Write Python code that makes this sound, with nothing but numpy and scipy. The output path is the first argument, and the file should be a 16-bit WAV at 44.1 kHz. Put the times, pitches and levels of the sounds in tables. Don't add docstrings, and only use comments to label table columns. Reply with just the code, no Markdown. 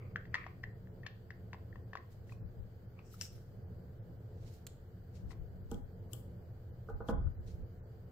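import sys
import numpy as np
from scipy import signal
from scipy.fft import rfft, irfft, next_fast_len
from scipy.io import wavfile
from scipy.ndimage import uniform_filter1d

SR = 44100
rng = np.random.default_rng(int(sys.argv[2]) if len(sys.argv) > 2 else 0)


def bounce(signal):
    frames = np.transpose(np.atleast_2d(signal))
    limited = np.clip(frames, -1, 1)
    pcm = np.round(limited * 32767).astype(np.int16)
    wavfile.write(sys.argv[1], SR, pcm)


def gain_from_db(level_db):
    decades = np.asarray(level_db, float) / 20
    return 10 ** decades


N = 357856

# t/s, peak level/dB, wall f/Hz, time to peak/s, rim crack level/dB
HIGH_TAPS = [(0.159, -25, 1660, 0.00083, -23.5), (0.2532, -50.5, 1890, 0.0017, -12),
             (0.3421, -24, 1830, 0.0014, -15.5), (0.3442, -25.5, 1930, 0.00064, -12.5),
             (0.4411, -40, 1900, 0.001, -38), (0.633, -52, 1860, 0.0013, -2.5),
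             (0.6375, -33, 1873, 0.0016, -16), (0.8717, -57.5, 1780, 0.0012, -13),
             (1.032, -49.5, 1840, 0.0031, -16), (1.064, -38, 1780, 0.002, -1.5),
             (1.305, -38.5, 1840, 0.0011, -18), (1.7266, -51, 1820, 0.0021, -32),
             (1.9712, -41.5, 1900, .0014, -7), (2.2937, -56, 1920, .0018, -3.5),
             (3.14, -53.5, 1310, .002, -23)]
# t/s, peak level/dB, wall f/Hz, time to peak/s, bottom level/dB
LOW_TAPS = [(0.3519, -30, 1900, .0022, -12), (0.4645, -45, 1900, 0.0011, 5),
            (1.531, -37, 1800, 0.00056, -9.5), (1.5437, -48.5, 1800, 0.00081, 3),
            (1.7564, -52.5, 1840, 0.0025, 1), (1.9318, -41, 1790, 0.002, -4),
            (1.953, -37, 1600, 0.00077, 1), (2.3215, -54, 2500, 0.0028, 2),
            (2.9901, -52.5, 2510, 0.0018, -3.5), (3.38, -58, 1490, 0.00061, -10),
            (5.306, -56.5, 1930, 0.0025, 0), (5.316, -51.5, 1330, 0.00099, 0.5),
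            (5.329, -64, 2000, 0.0022, 7)]
# f/Hz, level/dB per Hz
RIM_COLOUR = [(1500, -31), (2600, -1.5), (3500, -11), (5000, -11), (7500, -24), (9000, -34)]


def cup():
    out = np.zeros((2, N))
    t = np.arange(SR // 5) / SR
    high = [(*tap, -16 + 0.5 * (crack_db + 11), crack_db) for *tap, crack_db in HIGH_TAPS]
    low = [(*tap, -10.5) for tap in LOW_TAPS]
    bottom_hz = 993
    bottom_modes = [(bottom_hz, 0, 0.015), (1.08 * bottom_hz, -5, 0.02), (0.792 * bottom_hz, -1.5, 0.016)]
    for s, db, wall_hz, peak_s, bottom_db, crack_db in sorted(high + low):
        swell = (t / peak_s * np.exp(1 - t / peak_s)) ** 2
        wall = swell * np.sin(2 * np.pi * wall_hz * t)
        upper_wall = ping(hz=3230, db=-21.5, t60=0.011)
        bottom = strike(bottom_modes, rise_s=0.001)
        rim = crack(RIM_COLOUR, t60=0.039, rise_s=0.00044)
        tap = wall + upper_wall + gain_from_db(bottom_db + 1.5) * bottom + gain_from_db(crack_db) * rim
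        add(out, tap, s, db, pan_db=5.5, lag_per_db=0.33)
    return signal.sosfilt(signal.butter(4, 7500, fs=SR, output="sos"), out)


# t/s, peak level/dB, rise/s, fall/s
DRAGS = [
    (0.02, -68, .1, .15),
    (0.37, -52.5, 0.046, .09),
    (0.411, -63.5, 0.024, 0.065),
    (0.47, -69.5, 0.032, .12),
    (1.066, -57.5, 0.026, .022),
    (2.992, -67, 0.027, .045),
    (5.308, -66, 0.011, .05),
]


def stirring():
    clicks = grains(per_s=1800, spread_db=3.5)
    wall = rms_one(bandpass(clicks, 1950, 2450))
    bottom = rms_one(bandpass(clicks, 1050, 1300))
    gain = swells([(*drag, 0) for drag in DRAGS])
    return gain * (wall + gain_from_db(-0.5) * bottom) * gain_from_db([[1.5], [-1.5]])


# t/s, peak level/dB, left-right level/dB
STICK_TICKS = [
    (3.2118, -25, 7.5),
    (3.2196, -33.5, 5),
    (3.2485, -46, 8.5),
    (3.2537, -43, -3),
]
# f/Hz, level/dB per Hz
STICK_COLOUR = [(590, -59), (1000, -34.5), (1110, -16), (1340, -7), (2330, -15), (2840, -2), (4070, -28),
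                (5310, 5), (6330, -3.5), (8100, 0.5), (9170, -20.5), (13000, -14), (16000, -17)]


def stick_laid_down():
    out = np.zeros((2, N))
    for s, db, pan_db in STICK_TICKS:
        note = ping(hz=5560, db=-4.5, t60=0.012)
        add(out, note + gain_from_db(-4.5) * crack(STICK_COLOUR, t60=0.025, rise_s=0.0001), s, db, pan_db)
    return out


# t/s, peak level/dB, rise/s, fall/s, hold/s
SKATES = [
    (3.06, -73.5, .04, 0.06, 0.096),
    (3.222, -58.5, .01, 0.056, 0.042),
]


def skating():
    return swells(SKATES) * coloured(STICK_COLOUR, grains(per_s=2200, spread_db=1.5)) * gain_from_db([[2.5], [-2.5]])


# t/s, peak level/dB, left-right level/dB
CAP_TICKS = [
    (4.6672, -36, -6.5),
    (4.6712, -41, -4),
]
# f/Hz, level/dB per Hz
CAP_COLOUR = [(710, -17), (1200, -9), (1810, -10), (2230, -10), (3250, -0.5), (4310, -5), (6100, -16),
              (7330, -5.5), (9210, -13), (10800, -19), (11800, -5.5), (14700, -8), (16000, -20)]


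def cap_snap():
    out = np.zeros((2, N))
    for s, db, pan_db in CAP_TICKS:
        note = ping(hz=7200, db=-4, t60=0.0086)
        add(out, note + crack(CAP_COLOUR, t60=0.013, rise_s=0.00065), s, db, pan_db)
    return out


# t/s, peak level/dB, left-right level/dB, brightness/dB per octave, ring level/dB
PART_TICKS = [
    (5.714, -43.5, 15.5, 2, -16),
    (5.743, -53.5, 18, 0, -17),
    (6.132, -33, 17, 6.5, -15),
    (7.0857, -44, 9, -6.5, -11),
]
# f/Hz, level/dB, t60/s
PART_MODES = [(3000, 13, 0.018), (3240, -3, 0.13), (3560, -36, 0.073), (7370, 1, 0.025), (7880, 0.5, 0.053)]
# f/Hz, level/dB per Hz
PART_COLOUR = [(1180, -85), (2000, -33), (2700, -16.5), (3330, 11.5), (3770, -26), (5310, -8.5),
               (6010, -10), (7300, 3), (8330, -11.5), (13000, -14), (16400, -12)]


def small_parts():
    out = np.zeros((2, N))
    for s, db, pan_db, tilt_db, ring_db in PART_TICKS:
        contact = crack(PART_COLOUR, t60=0.01, rise_s=0.00073, tilt_db=tilt_db)
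        ring = strike(PART_MODES, rise_s=0.00094)
        add(out, contact + gain_from_db(ring_db) * ring, s, db, pan_db)
    return out


# t/s, peak level/dB, deep level/dB, upper level/dB, rattle level/dB
KNOCKS = [(5.713, -34, 7.5, -16.5, -12.5), (5.724, -52, -21, -30, -4), (6.134, -50, 5, -6, -2),
          (6.885, -40.5, -11, -1, -10), (6.896, -43, -22, -28, -8), (7.003, -40.5, -21, -5.5, -4),
          (7.085, -27.5, 5.5, -4, -3), (7.091, -30, -3, -24, -5.5), (7.126, -46, -15, 0, -9),
          (7.209, -52, -21, 0, -13), (7.266, -57, -7, 6, -8)]
# f/Hz, level/dB, t60/s
BENCH_MODES = [(187, 3.5, 0.036), (236.4, -9.5, 0.076), (262, -3, 0.065), (450.3, 5.5, 0.053),
               (697, -10, 0.036), (816, -6, 0.068), (954, -8.5, 0.044), (1243, 14, 0.021), (1463, 3, 0.046),
               (1490, 1.5, 0.022), (1600, -13, 0.022)]
# f/Hz, level/dB per Hz
RATTLE_COLOUR = [(120, -23), (200, 6), (301, -5.5), (369, -7.5), (467, -4.5), (658, -5), (702, -19.5),
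                 (1240, -14.5), (2600, -53), (3380, -79), (5720, -120)]


def knocks():
    out = np.zeros((2, N))
    for s, db, deep_db, upper_db, rattle_db in KNOCKS:
        modes = [(hz, level_db + (hz < 350) * deep_db + (hz > 1000) * upper_db, t60)
                 for hz, level_db, t60 in BENCH_MODES]
        board = strike(modes, rise_s=0.0047)
        rattle = crack(RATTLE_COLOUR, t60=0.079, rise_s=0.0019)
        add(out, board + gain_from_db(rattle_db) * rattle, s, db + 1.0, pan_db=-1.5)
    return out


# t/s, peak level/dB, rise/s, fall/s, thin
# dry top level/dB
SLIDES = [(2.128, -72.5, 0.039, 0.061, -5.5), (2.326, -71, 0.065, .05, -9), (3.13, -71, .04, 0.086, 1.5),
          (3.228, -56.5, 0.046, 0.054, -5), (3.33, -74, 0.039, 0.25, -3.5), (4.48, -72, 0.17, 0.074, -28),
          (4.54, -69.5, 0.071, 0.097, -5), (5.155, -71.5, 0.025, 0.11, -34), (5.313, -68, .03, 0.047, -21),
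          (5.712, -74, 0.027, 0.12, -2), (6.12, -77, 0.019, .05, 4), (6.145, -79, 0.029, 0.13, 11.5),
          (6.9, -81, 0.03, 0.037, -6), (7.095, -65, .03, 0.04, -8.5), (7.48, -68.5, 0.037, 0.12, -25)]
# f/Hz, level/dB per Hz
SLIDE_COLOUR = [(1180, -29.5), (2000, -5.5), (3580, -6.5), (3980, -2.5), (7910, -8), (8930, -13.5),
                (12000, -5.5), (16000, -0.5)]
# t/s, left-right level/dB
HANDS = [
    (2.0, 0),
    (3.3, 2),
    (4.6, -2.5),
    (5.1, 9),
    (7.1, 13),
    (7.5, 3.5),
]


def slides():
    rub = gain_from_db(8.5 + 2.0 * drift(28)) * coloured(SLIDE_COLOUR, grains(per_s=3900, spread_db=0.5))
    body = signal.sosfilt(signal.butter(4, 9000, fs=SR, output="sos"), rub)
    top = signal.sosfilt(signal.butter(4, 9000, "high", fs=SR, output="sos"), rub)
    body_gain = swells([(s, db, rise_s, fall_s, 0) for s, db, rise_s, fall_s, _ in SLIDES])
    top_gain = swells([(s, db + top_db, rise_s, fall_s, 0) for s, db, rise_s, fall_s, top_db in SLIDES])
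    pan_db = np.interp(np.arange(N) / SR, *np.transpose(HANDS))
    return (body_gain * body + top_gain * top) * gain_from_db(pan_db / 2 * np.array([[1], [-1]]))


# t/s, level/dB, hold/s, left-
# right level/dB
BUMPS = [(2.2, -61, .2, -1), (2.43, -50, 0.036, 16), (2.6, -48.5, 0.02, 14.5), (3.335, -55.5, 0.036, 0.5),
         (5.25, -48.5, .03, 16), (5.41, -48.5, 0.015, 17.5), (5.53, -55, 0.13, 6.5),
         (5.728, -36.5, 0.014, -3), (5.85, -48.5, 0.0086, 8), (6.94, -40.5, 0.013, -4),
         (7.03, -52, 0.015, -4.5), (7.124, -35.5, 0.088, -3), (7.249, -39, 0.027, 10.5),
         (7.39, -43, 0.0033, -3), (7.46, -52, 0.18, -7)]


def bumps():
    rise_s, fall_s = 0.048, 0.062
    mid, side = bandpass(rng.standard_normal((2, N)), 28, 85)
    shake = rms_one(mid + 0.85 * side * np.array([[1], [-1]]))
    weight = [swells([(s, db + sign * pan_db / 2, rise_s, fall_s, hold_s) for s, db, hold_s, pan_db in BUMPS])
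              for sign in (1, -1)]
    return weight * shake * gain_from_db(1.5 + 2 * drift(9))


# f/Hz, level/dB per Hz
HUM_COLOUR = [(11, -26), (18, -9.5), (32, -3.5), (49, -26), (69, -2), (118, 2.5), (150, -13), (183, -4.5),
              (206, -18.5), (236, -16), (314, -24), (353, -14.5), (384, -24.5), (432, -15), (1000, -37.5),
              (1300, -43.5), (2200, -120)]


def ventilation():
    return gain_from_db(-49.5 + 1.53 * drift(1.1)) * coloured(HUM_COLOUR, rng.standard_normal((2, N)))


# f/Hz, level/dB per Hz
HISS_COLOUR = [(410, -33), (700, -10), (1010, -21), (1520, -13.5), (2820, -31), (2930, -23), (3670, -31),
               (4830, -24), (5300, -35.5), (7970, -32.5), (9210, -53.5), (12300, -31), (16200, -22.5)]


def hiss():
    return gain_from_db(-71) * coloured(HISS_COLOUR, rng.standard_normal((2, N)))


def treble_holes(x, margin=1.3, shared=0.64, duck=0.14, bass_db=-53.5, hole_db=-34.5):
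    hz, _, cells = signal.stft(x, SR, nperseg=2048, noverlap=1536)
    bass = 10 * np.log10(np.sum(np.abs(cells[0, hz < 150]) ** 2, axis=0) + 1e-12)
    band = np.digitize(hz, np.geomspace(2200, 16500, 26))
    luck = rng.standard_normal((28, cells.shape[2]))
    luck = uniform_filter1d(shared * luck[27] + luck, size=5, axis=1)
    urge = luck * 2.2 + duck * np.maximum(bass - bass_db, 0)
    dropped = np.clip(4 * (urge[band] - margin - 0.9 * (hz[:, None] > 12000)), 0, 1)
    dropped = dropped * (band[:, None] > 0)
    return signal.istft(cells * gain_from_db(hole_db * dropped), SR, nperseg=2048, noverlap=1536)[1][:, :N]


# f/Hz, t60/s
ROOM_T60 = [(150, 0.34), (600, 0.33), (2000, 0.31), (6000, 0.54), (14000, 0.085)]


def room(x, delay_s=0.0039):
    t, tail = np.arange(SR // 2) / SR, 0
    for low in 90 * 2.0 ** np.arange(8):
        band = bandpass(rng.standard_normal((2, len(t))), low, min(2 * low, 0.45 * SR))
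        tail = tail + band * gain_from_db(-60 * t / at_hz(ROOM_T60, 1.47 * low))
    tail = tail * np.clip(t / delay_s - 1, 0, 1)
    tail = tail / np.sqrt(np.sum(tail ** 2) / 2)
    return signal.fftconvolve(x.mean(axis=0)[None], tail, axes=1)[:, :N]


def strike(modes, rise_s):
    t = np.arange(SR // 5)[:, None] / SR
    hz, db, t60 = np.transpose(modes)
    luck = rng.standard_normal((2, len(hz)))
    swell = 1 - np.exp(-(t / rise_s) ** 2)
    decay = gain_from_db(db + 1.5 * luck[0] - 60 * t / t60)
    ring = (swell * decay * np.sin(2 * np.pi * hz * t + 0.6 * luck[1])).sum(axis=1)
    return ring / np.abs(ring).max()


def crack(spectrum, t60, rise_s, tilt_db=0.0):
    t = np.arange(SR // 5) / SR
    hz = np.arange(len(t) // 2 + 1) * 5 + 1
    colour = gain_from_db(at_hz(spectrum, hz) + tilt_db * np.log2(hz / 5000))
    burst = irfft(rfft(rng.standard_normal(len(t))) * colour, len(t))
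    burst = burst * (1 - np.exp(-(t / rise_s) ** 2)) * gain_from_db(-60 * t / t60)
    return burst / np.abs(burst).max()


def ping(hz, db, t60):
    t = np.arange(SR // 5) / SR
    return gain_from_db(db - 60 * t / t60) * np.sin(2 * np.pi * hz * t)


def grains(per_s, spread_db):
    sizes = gain_from_db(spread_db * np.minimum(rng.exponential(1, (2, N)), 5))
    signs = rng.choice([-1, 1], (2, N))
    return sizes * signs * (rng.random((2, N)) < per_s / SR)


def swells(rows):
    t, out = np.arange(N) / SR, np.zeros(N)
    for s, db, rise_s, fall_s, hold_s in rows:
        away = np.maximum((s - t) / rise_s, (t - s - hold_s) / fall_s)
        out += gain_from_db(db - 20 * np.maximum(0, away))
    return out


def drift(rate_hz):
    knots = rng.standard_normal(int(N / SR * 60))
    slow = rms_one(signal.lfilter([1], [1, -np.exp(-2 * np.pi * rate_hz / 60)], knots))
    return np.interp(np.linspace(0, len(slow) - 1, N), np.arange(len(slow)), slow)


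# f/Hz, correlation
LIKENESS = [(60, 0.97), (150, 0.96), (380, 0.85), (950, 0.14), (2380, -0.095), (5980, 0.088),
            (15000, -0.032)]


def coloured(spectrum, source):
    size = next_fast_len(N, True)
    hz = np.arange(size // 2 + 1) * SR / size
    padded = np.pad(source, ((0, 0), (0, size - N)), "wrap")
    mid, side = rfft(padded, size) * gain_from_db(at_hz(spectrum, hz))
    alike = np.clip(at_hz(LIKENESS, hz), -1, 1)
    pair = np.sqrt(1 + alike) * mid + np.sqrt(1 - alike) * side * [[1], [-1]]
    return rms_one(irfft(pair, size)[:, :N])


def add(out, sound, s, db, pan_db, lag_per_db=0.13):
    for side, sign in enumerate((1, -1)):
        at = round(s * SR + sign * lag_per_db * pan_db)
        out[side, at:at + len(sound)] += gain_from_db(db + sign * pan_db / 2) * sound[:N - at]


def bandpass(x, low_hz, high_hz):
    return signal.sosfilt(signal.butter(2, [low_hz, high_hz], "band", fs=SR, output="sos"), x)


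def rms_one(x):
    return x / np.sqrt(np.mean(x ** 2) + 1e-20)


def at_hz(points, hz):
    table_hz, values = np.array(points).T
    return np.interp(np.log(np.maximum(hz, 1)), np.log(table_hz), values)


def scene():
    near = cup() + stirring()
    hard = stick_laid_down() + cap_snap() + small_parts()
    far = knocks()
    wet = room(gain_from_db(-10) * near + gain_from_db(-11.5) * hard + gain_from_db(-1.5) * far)
    bed = treble_holes(bumps() + ventilation() + hiss())
    return near + hard + far + wet + slides() + skating() + bed


def roll_off(x):
    return signal.sosfilt(signal.butter(12, 16660, fs=SR, output="sos"), x)


def record(dry):
    cut = signal.sosfilt(signal.cheby2(10, 40, 16100, fs=SR, output="sos"), dry)
    return roll_off(cut)


dry = scene()
out = record(dry)
bounce(out)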